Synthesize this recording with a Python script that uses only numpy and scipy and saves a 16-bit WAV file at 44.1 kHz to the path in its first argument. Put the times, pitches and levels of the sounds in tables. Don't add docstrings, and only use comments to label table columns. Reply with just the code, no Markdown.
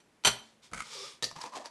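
import sys
import numpy as np
from scipy import signal
from scipy.fft import rfft, irfft
from scipy.io import wavfile
from scipy.ndimage import uniform_filter1d

SR = 44100
rng = np.random.default_rng(int(sys.argv[2]) if len(sys.argv) > 2 else 0)


def wav_out(sig):
    wavfile.write(sys.argv[1], SR, np.round(np.clip(np.atleast_2d(sig).T, -1, 1) * 32767).astype(np.int16))


N = 74970


def amp(db):
    return 10 ** (np.asarray(db) / 20)


def unit(x):
    return x / np.sqrt(np.mean(x ** 2))


def clock():
    return np.arange(N) / SR


def fade(t60):
    return np.exp(-np.log(1000) * clock() / t60)


def through(x, response):
    return signal.fftconvolve(x, response)[:N]


def colour(x, points):
    hz, db = np.array(points).T
    f = np.maximum(np.fft.rfftfreq(4096, 1 / SR), 1)
    skirts = np.minimum(f / hz[0], 1) ** 2 * np.minimum(hz[-1] / f, 1) ** 2
    gain = amp(np.interp(np.log(f), np.log(hz), db)) * skirts
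    cepstrum = irfft(np.log(gain))
    half = len(cepstrum) // 2
    cepstrum[1:half] *= 2
    cepstrum[half + 1:] = 0
    response = irfft(np.exp(rfft(cepstrum)))
    return through(x, response / np.linalg.norm(response))


def blows(rows, axis=1):
    x = np.zeros(N)
    for row in rows:
        x[int(row[0] * SR)] += amp(row[axis])
    return x


def cracks(rows, t60, axis=1):
    click_share = 0.25
    chatter = np.zeros(N)
    for row in rows:
        start = int(row[0] * SR)
        burst = rng.standard_normal(N) * fade(t60)
        burst = amp(row[axis]) * burst / np.linalg.norm(burst)
        chatter[start:] += burst[:N - start]
    return chatter + click_share * blows(rows, axis=axis)


def ring(x, modes):
    response = np.zeros(N)
    for k, (hz, db, t60) in enumerate(modes):
        response += (-1) ** k * amp(db) * fade(t60) * np.sin(2 * np.pi * hz * clock())
    return through(x, response)


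def resonate(x, peaks):
    return sum(amp(db) * signal.lfilter(*signal.iirpeak(hz, hz / width, fs=SR), x)
               for hz, width, db in peaks)


def swell(start, attack, hold, release):
    corners = start + np.cumsum([0, attack, hold, release])
    return np.sin(np.pi / 2 * np.interp(clock(), corners, [0, 1, 1, 0])) ** 2


def friction(rate, spread_db):
    slips = rng.random(N) < rate / SR
    size = amp(spread_db * np.minimum(rng.exponential(size=N), 4))
    return unit(slips * rng.choice([-1, 1], N) * size)


def walk(rate):
    steps = np.interp(clock() * rate, np.arange(N), rng.standard_normal(N))
    return uniform_filter1d(steps, int(SR / rate / 2)) * np.sqrt(2)


def glide(x, hz, width):
    turn = np.exp(2j * np.pi * np.cumsum(hz) / SR)
    pole = np.exp(-np.pi * width / SR)
    return unit(np.real(turn * signal.lfilter([1], np.poly([pole, pole]), x / turn)))


# pitch_hz, level_db (relative)
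AIR_TONE = [(30, -21), (253, -8), (317, -8.5), (655, -13.5), (1620, -19), (1970, -18.5), (3100, -23),
            (10600, -31.5), (12000, -35)]


def room_air():
    return amp(-67.5) * unit(colour(rng.standard_normal(N), AIR_TONE))


# pitch_hz, level_db (relative), t60_s
COUNTER_MODES = [(55.3, -6, 0.25), (122, 3.5, 0.14), (182, -5, .13), (220, 2, 0.04)]


def counter_thud(hits, level_db):
    return amp(level_db) * ring(blows(hits, axis=3), COUNTER_MODES)


# start_s, blow_db, blade_ring_db, counter_thud_db (levels relative)
KNIFE_HITS = [(.002, -43.5, -47, -56), (.2378, -22, -32.5, -57.5), (.2486, -4.5, -0.5, -11.5),
              (.2525, 0, -6, -19.5), (.2655, -3.5, -12.5, 3.5), (.272, -2.5, 2.5, 6.5),
              (.2765, -5, -12, -1), (.285, -13.5, -9.5, -13.5), (.315, -19.5, -27, -19)]
# pitch_hz, level_db (relative), t60_s (before the blade is damped)
KNIFE_MODES = [(420.3, -2, 0.18), (911, -3, 0.18), (962.5, -2, 0.17), (1028.3, 0, 0.12), (1394, -0.5, 0.14),
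               (1917, -3.5, 0.1), (2045, -3.5, 0.099), (2440, 4, 0.043), (3077, 3, 0.099),
               (3111, 8.5, 0.07), (4214, -3.5, 0.089), (4485, 0.5, 0.2), (6030, 2, 0.31),
               (7100, -0.5, 0.09), (7606, 0, 0.34), (8560, -5.5, 0.23), (9390, -1.5, 0.16),
               (11280, -6, 0.19)]
# pitch_hz, level_db (relative)
KNIFE_BLOW_TONE = [(150, -17), (420, -6.5), (600, -5.5), (950, -4.5), (1500, -5.5), (2600, -8), (3200, -6),
                   (4200, -2), (5200, -14), (6050, -1.5), (6600, -19), (7600, -15), (9500, -12.5),
                   (10400, -31), (11500, -18), (12500, -36.5)]


def knife():
    ring_width_hz, rest_s, rest_t60_s = 7.8, 0.27, 0.12
    blow = amp(4.5) * colour(cracks(KNIFE_HITS, t60=0.088), KNIFE_BLOW_TONE)
    energy = blows(KNIFE_HITS, axis=2) ** 2
    steel = np.zeros(N)
    for hz, db, t60 in KNIFE_MODES:
        envelope = np.sqrt(np.abs(through(energy, fade(t60) ** 2)))
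        wander = np.cumsum(rng.standard_normal(N)) * np.sqrt(2 * np.pi * ring_width_hz / SR)
        steel += amp(db) * envelope * np.sin(2 * np.pi * hz * clock() + wander)
    damping = amp(-60 * np.maximum(clock() - rest_s, 0) / rest_t60_s)
    return blow + amp(-29.5) * damping * steel + counter_thud(KNIFE_HITS, level_db=-44.5)


# pitch_hz, level_db, t60_s
ROOM_MODES = [(224, -64, 0.89)]


def kitchen(x):
    t60_s, treble_t60_s, onset_s = 0.37, 0.28, 0.0084
    noise = rng.standard_normal(N)
    low = signal.sosfilt(signal.butter(1, 2500, fs=SR, output="sos"), noise)
    tail = low * fade(t60_s) + (noise - low) * fade(treble_t60_s)
    tail = tail * np.clip(clock() / onset_s - .5, 0, 1)
    return x + amp(-11.5) * through(x, tail / np.linalg.norm(tail)) + ring(x, ROOM_MODES)


# start_s, attack_s, hold_s, release_s, level_db
SWISHES = [(0.38, 0.053, 0.025, 0.15, -65), (0.613, 0.029, 0.0062, 0.064, -58.5),
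           (0.773, 0.16, 0.081, 0.21, -47)]
# pitch_hz, level_db (relative)
CLOTH_TONE = [(100, -27), (141, -4), (272, -31), (450, -6), (698, -17.5), (900, -3.5), (1200, -6.5),
              (1800, -11), (2320, -3), (2650, -8), (3470, -1.5), (5280, -5), (7000, -8.5), (9500, -12.5),
              (10400, -21)]
# pitch_hz (centre of drift), width_hz, level_db (relative)
SLEEVE_HOLLOW = [(415, 70, -5), (515, 89, -5), (1200, 56, -3), (3490, 260, -2.5), (4700, 140, -3),
                 (5380, 690, 2.5)]


def sleeve():
    folds_hz, folds_db, drift = 30, .8, .02
    slide = sum(amp(db) * swell(*shape) for *shape, db in SWISHES)
    cloth = colour(friction(10000, spread_db=1.0), CLOTH_TONE) * amp(folds_db * walk(folds_hz))
    hollow = np.zeros(N)
    for hz, width, db in SLEEVE_HOLLOW:
        centre_hz = hz * (1 + drift * walk(folds_hz))
        hollow += amp(db) * glide(rng.standard_normal(N), centre_hz, width)
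    lift = swell(start=0.868, attack=.13, hold=0.025, release=0.14)
    return slide * cloth + amp(-53) * lift * hollow


# start_s, rim_db, tub_db, counter_thud_db (levels relative)
SNAPS = [(.7146, -19.5, -39, -3), (.7342, 1, 6, 9), (.744, -2.5, -3, -16), (.7775, -4.5, -9, 7),
         (.791, -10, -28, 6), (.8047, 0, 6.5, -9), (.8207, -4, -18, -23)]
# pitch_hz, level_db (relative)
RIM_TONE = [(100, -8), (180, -10), (450, -17), (900, -12), (1250, -1.5), (1500, 3), (1750, -11), (2150, 3),
            (2600, -11), (4500, -13.5), (7500, -9.5), (10500, -17), (12000, -31)]
# start_s, attack_s, hold_s, release_s
PEEL = (0.735, 0.008, 0.078, 0.022)
# pitch_hz, width_hz, level_db (relative)
CLOSED_TUB = [(178, 31, -6), (1285, 72, 7.5), (2060, 93, -26)]
# pitch_hz, width_hz, level_db (relative)
GRIP_BODY = [(62, 23, -1), (171, 82, 4), (570, 280, -8)]
GRAINS_PER_S = 2200


def lid_off():
    drag = amp(-48) * swell(*PEEL) * friction(GRAINS_PER_S, spread_db=2.5)
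    rim = colour(amp(-14) * cracks(SNAPS, t60=0.021) + drag, RIM_TONE)
    tub = resonate(amp(-5) * blows(SNAPS, axis=2) + amp(-3) * drag, CLOSED_TUB)
    fingers = unit(resonate(friction(GRAINS_PER_S, spread_db=4.0), GRIP_BODY))
    grip = amp(-49) * swell(start=.714, attack=0.013, hold=0.021, release=0.072) * fingers
    return rim + tub + grip + counter_thud(SNAPS, level_db=-65.5)


# pitch_hz, level_db (relative)
EDGE_TONE = [(590, -46), (1000, -16), (3780, -9.5), (4700, 2.5), (5900, 1.5), (6400, -16), (7840, -6),
             (8600, -25), (10800, -9.5), (12000, -36)]


def edge_ticks(hits, axis):
    return amp(-9) * colour(cracks(hits, t60=0.016, axis=axis), EDGE_TONE)


# start_s, body_db, edge_tick_db, counter_thud_db (these relative), rim_ping_hz, rim_ping_db
LID_HITS = [(1.2247, -1, -12, -6, 3780, -28), (1.231, -3, -30, -1, 3890, -29),
            (1.242, -10.5, 3, -27, 4540, -20), (1.2485, -25, -2, -15, 4820, -28)]
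# pitch_hz, level_db (relative)
LID_TONE = [(100, -12), (230, -6), (490, -4), (780, -8), (1300, -21), (1560, -18), (1860, -3.5),
            (2250, -23), (2700, -9.5), (4600, -5.5), (7000, -7.5), (10000, -18.5), (12000, -21.5)]
# pitch_hz, level_db (relative), t60_s
LID_MODES = [(216, -4, 0.1), (512, 0, 0.14), (1257, 7.5, 0.023), (1790, 4.5, 0.1)]


def lid_down():
    body = amp(-6) * colour(cracks(LID_HITS, t60=0.16), LID_TONE)
    hum = amp(-43.5) * ring(blows(LID_HITS), LID_MODES)
    pings = sum(ring(blows([(start, db)]), [(hz, 0, .022)]) for start, *_, hz, db in LID_HITS)
    return body + hum + edge_ticks(LID_HITS, axis=2) + pings + counter_thud(LID_HITS, level_db=-52)


# start_s, attack_s, hold_s, release_s, rub_db, hollow_db, hiss_db (levels relative)
STROKES = [(1.354, 0.004, 0.01, 0.07, -54, -46, -52.5), (1.4, 0.013, 0.0077, 0.03, -59.5, -44, -49),
           (1.435, 0.0032, 0.0095, 0.072, -47.5, -44, -50), (1.516, 0.015, 0.012, 0.023, -54.5, -41.5, -54),
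           (1.545, 0.016, 0.011, 0.023, -44, -38, -45.5), (1.578, 0.013, 0.02, 0.054, -47.5, -49.5, -58),
           (1.639, 0.012, 0.0044, 0.043, -54, -49.5, -51.5)]
# pitch_hz, level_db (relative)
SCRAPE_TONE = [(150, -13.5), (260, -1), (400, -4.5), (520, 4.5), (720, 1), (1020, 3), (1200, 1.5),
               (1420, -36), (1780, -5), (2400, -26)]
# pitch_hz, level_db (relative)
CRACKLE_TONE = [(1500, -0.5), (2800, -0.5), (4800, 0), (6500, -1), (9000, -9), (12000, -20)]
# start_s, tick_db, hollow_tap_db (levels relative)
CATCHES = [(1.3135, -18, -14), (1.363, -20, -13), (1.4135, -10, -19), (1.4165, -10.5, -17.5),
           (1.44, -19, -11.5), (1.536, -27, -15), (1.6575, -10, -15.5)]
# pitch_hz, width_hz, level_db (relative)
OPEN_TUB = [(676, 22, 7.5), (932, 66, 10), (1043, 69, 11.5), (1173, 34, 9), (1654, 62, 1)]
# time_s, pitch_hz
WALL_PITCH = [(1.365, 870), (1.40, 960), (1.45, 940), (1.555, 1010), (1.579, 684), (1.62, 600),
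              (1.649, 950)]
# start_s, level_db (relative)
BUMPS = [(1.326, -6), (1.365, 1), (1.44, -10)]
SLIPS_PER_S = 1800


def scraping():
    pressure = unit(amp(1.0 * walk(140)))
    rub, hollow, hiss = (pressure * sum(amp(row[k]) * swell(*row[:4]) for row in STROKES)
                         for k in (4, 5, 6))
    plastic = colour(rub * friction(SLIPS_PER_S, spread_db=0.5), SCRAPE_TONE)
    slips = friction(SLIPS_PER_S, spread_db=0.5)
    tub = resonate(amp(-4.5) * hollow * slips + blows(CATCHES, axis=2), OPEN_TUB)
    wall_hz = np.interp(clock(), *np.array(WALL_PITCH).T)
    wall = amp(-5.5) * hollow * glide(slips, wall_hz, width=110)
    crackle = colour(hiss * friction(2000, spread_db=1.5), CRACKLE_TONE)
    bumps = ring(blows(BUMPS), [(157, -46.5, 0.08)])
    return plastic + tub + wall + crackle + edge_ticks(CATCHES, axis=1) + bumps


def scene():
    handling = knife() + sleeve() + lid_off() + lid_down() + scraping()
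    return (kitchen(handling) + room_air())[None]


def record(dry):
    top_hz = 11950
    return signal.sosfilt(signal.ellip(10, .2, 80, top_hz, fs=SR, output="sos"), dry)


dry = scene()
out = record(dry)
wav_out(out)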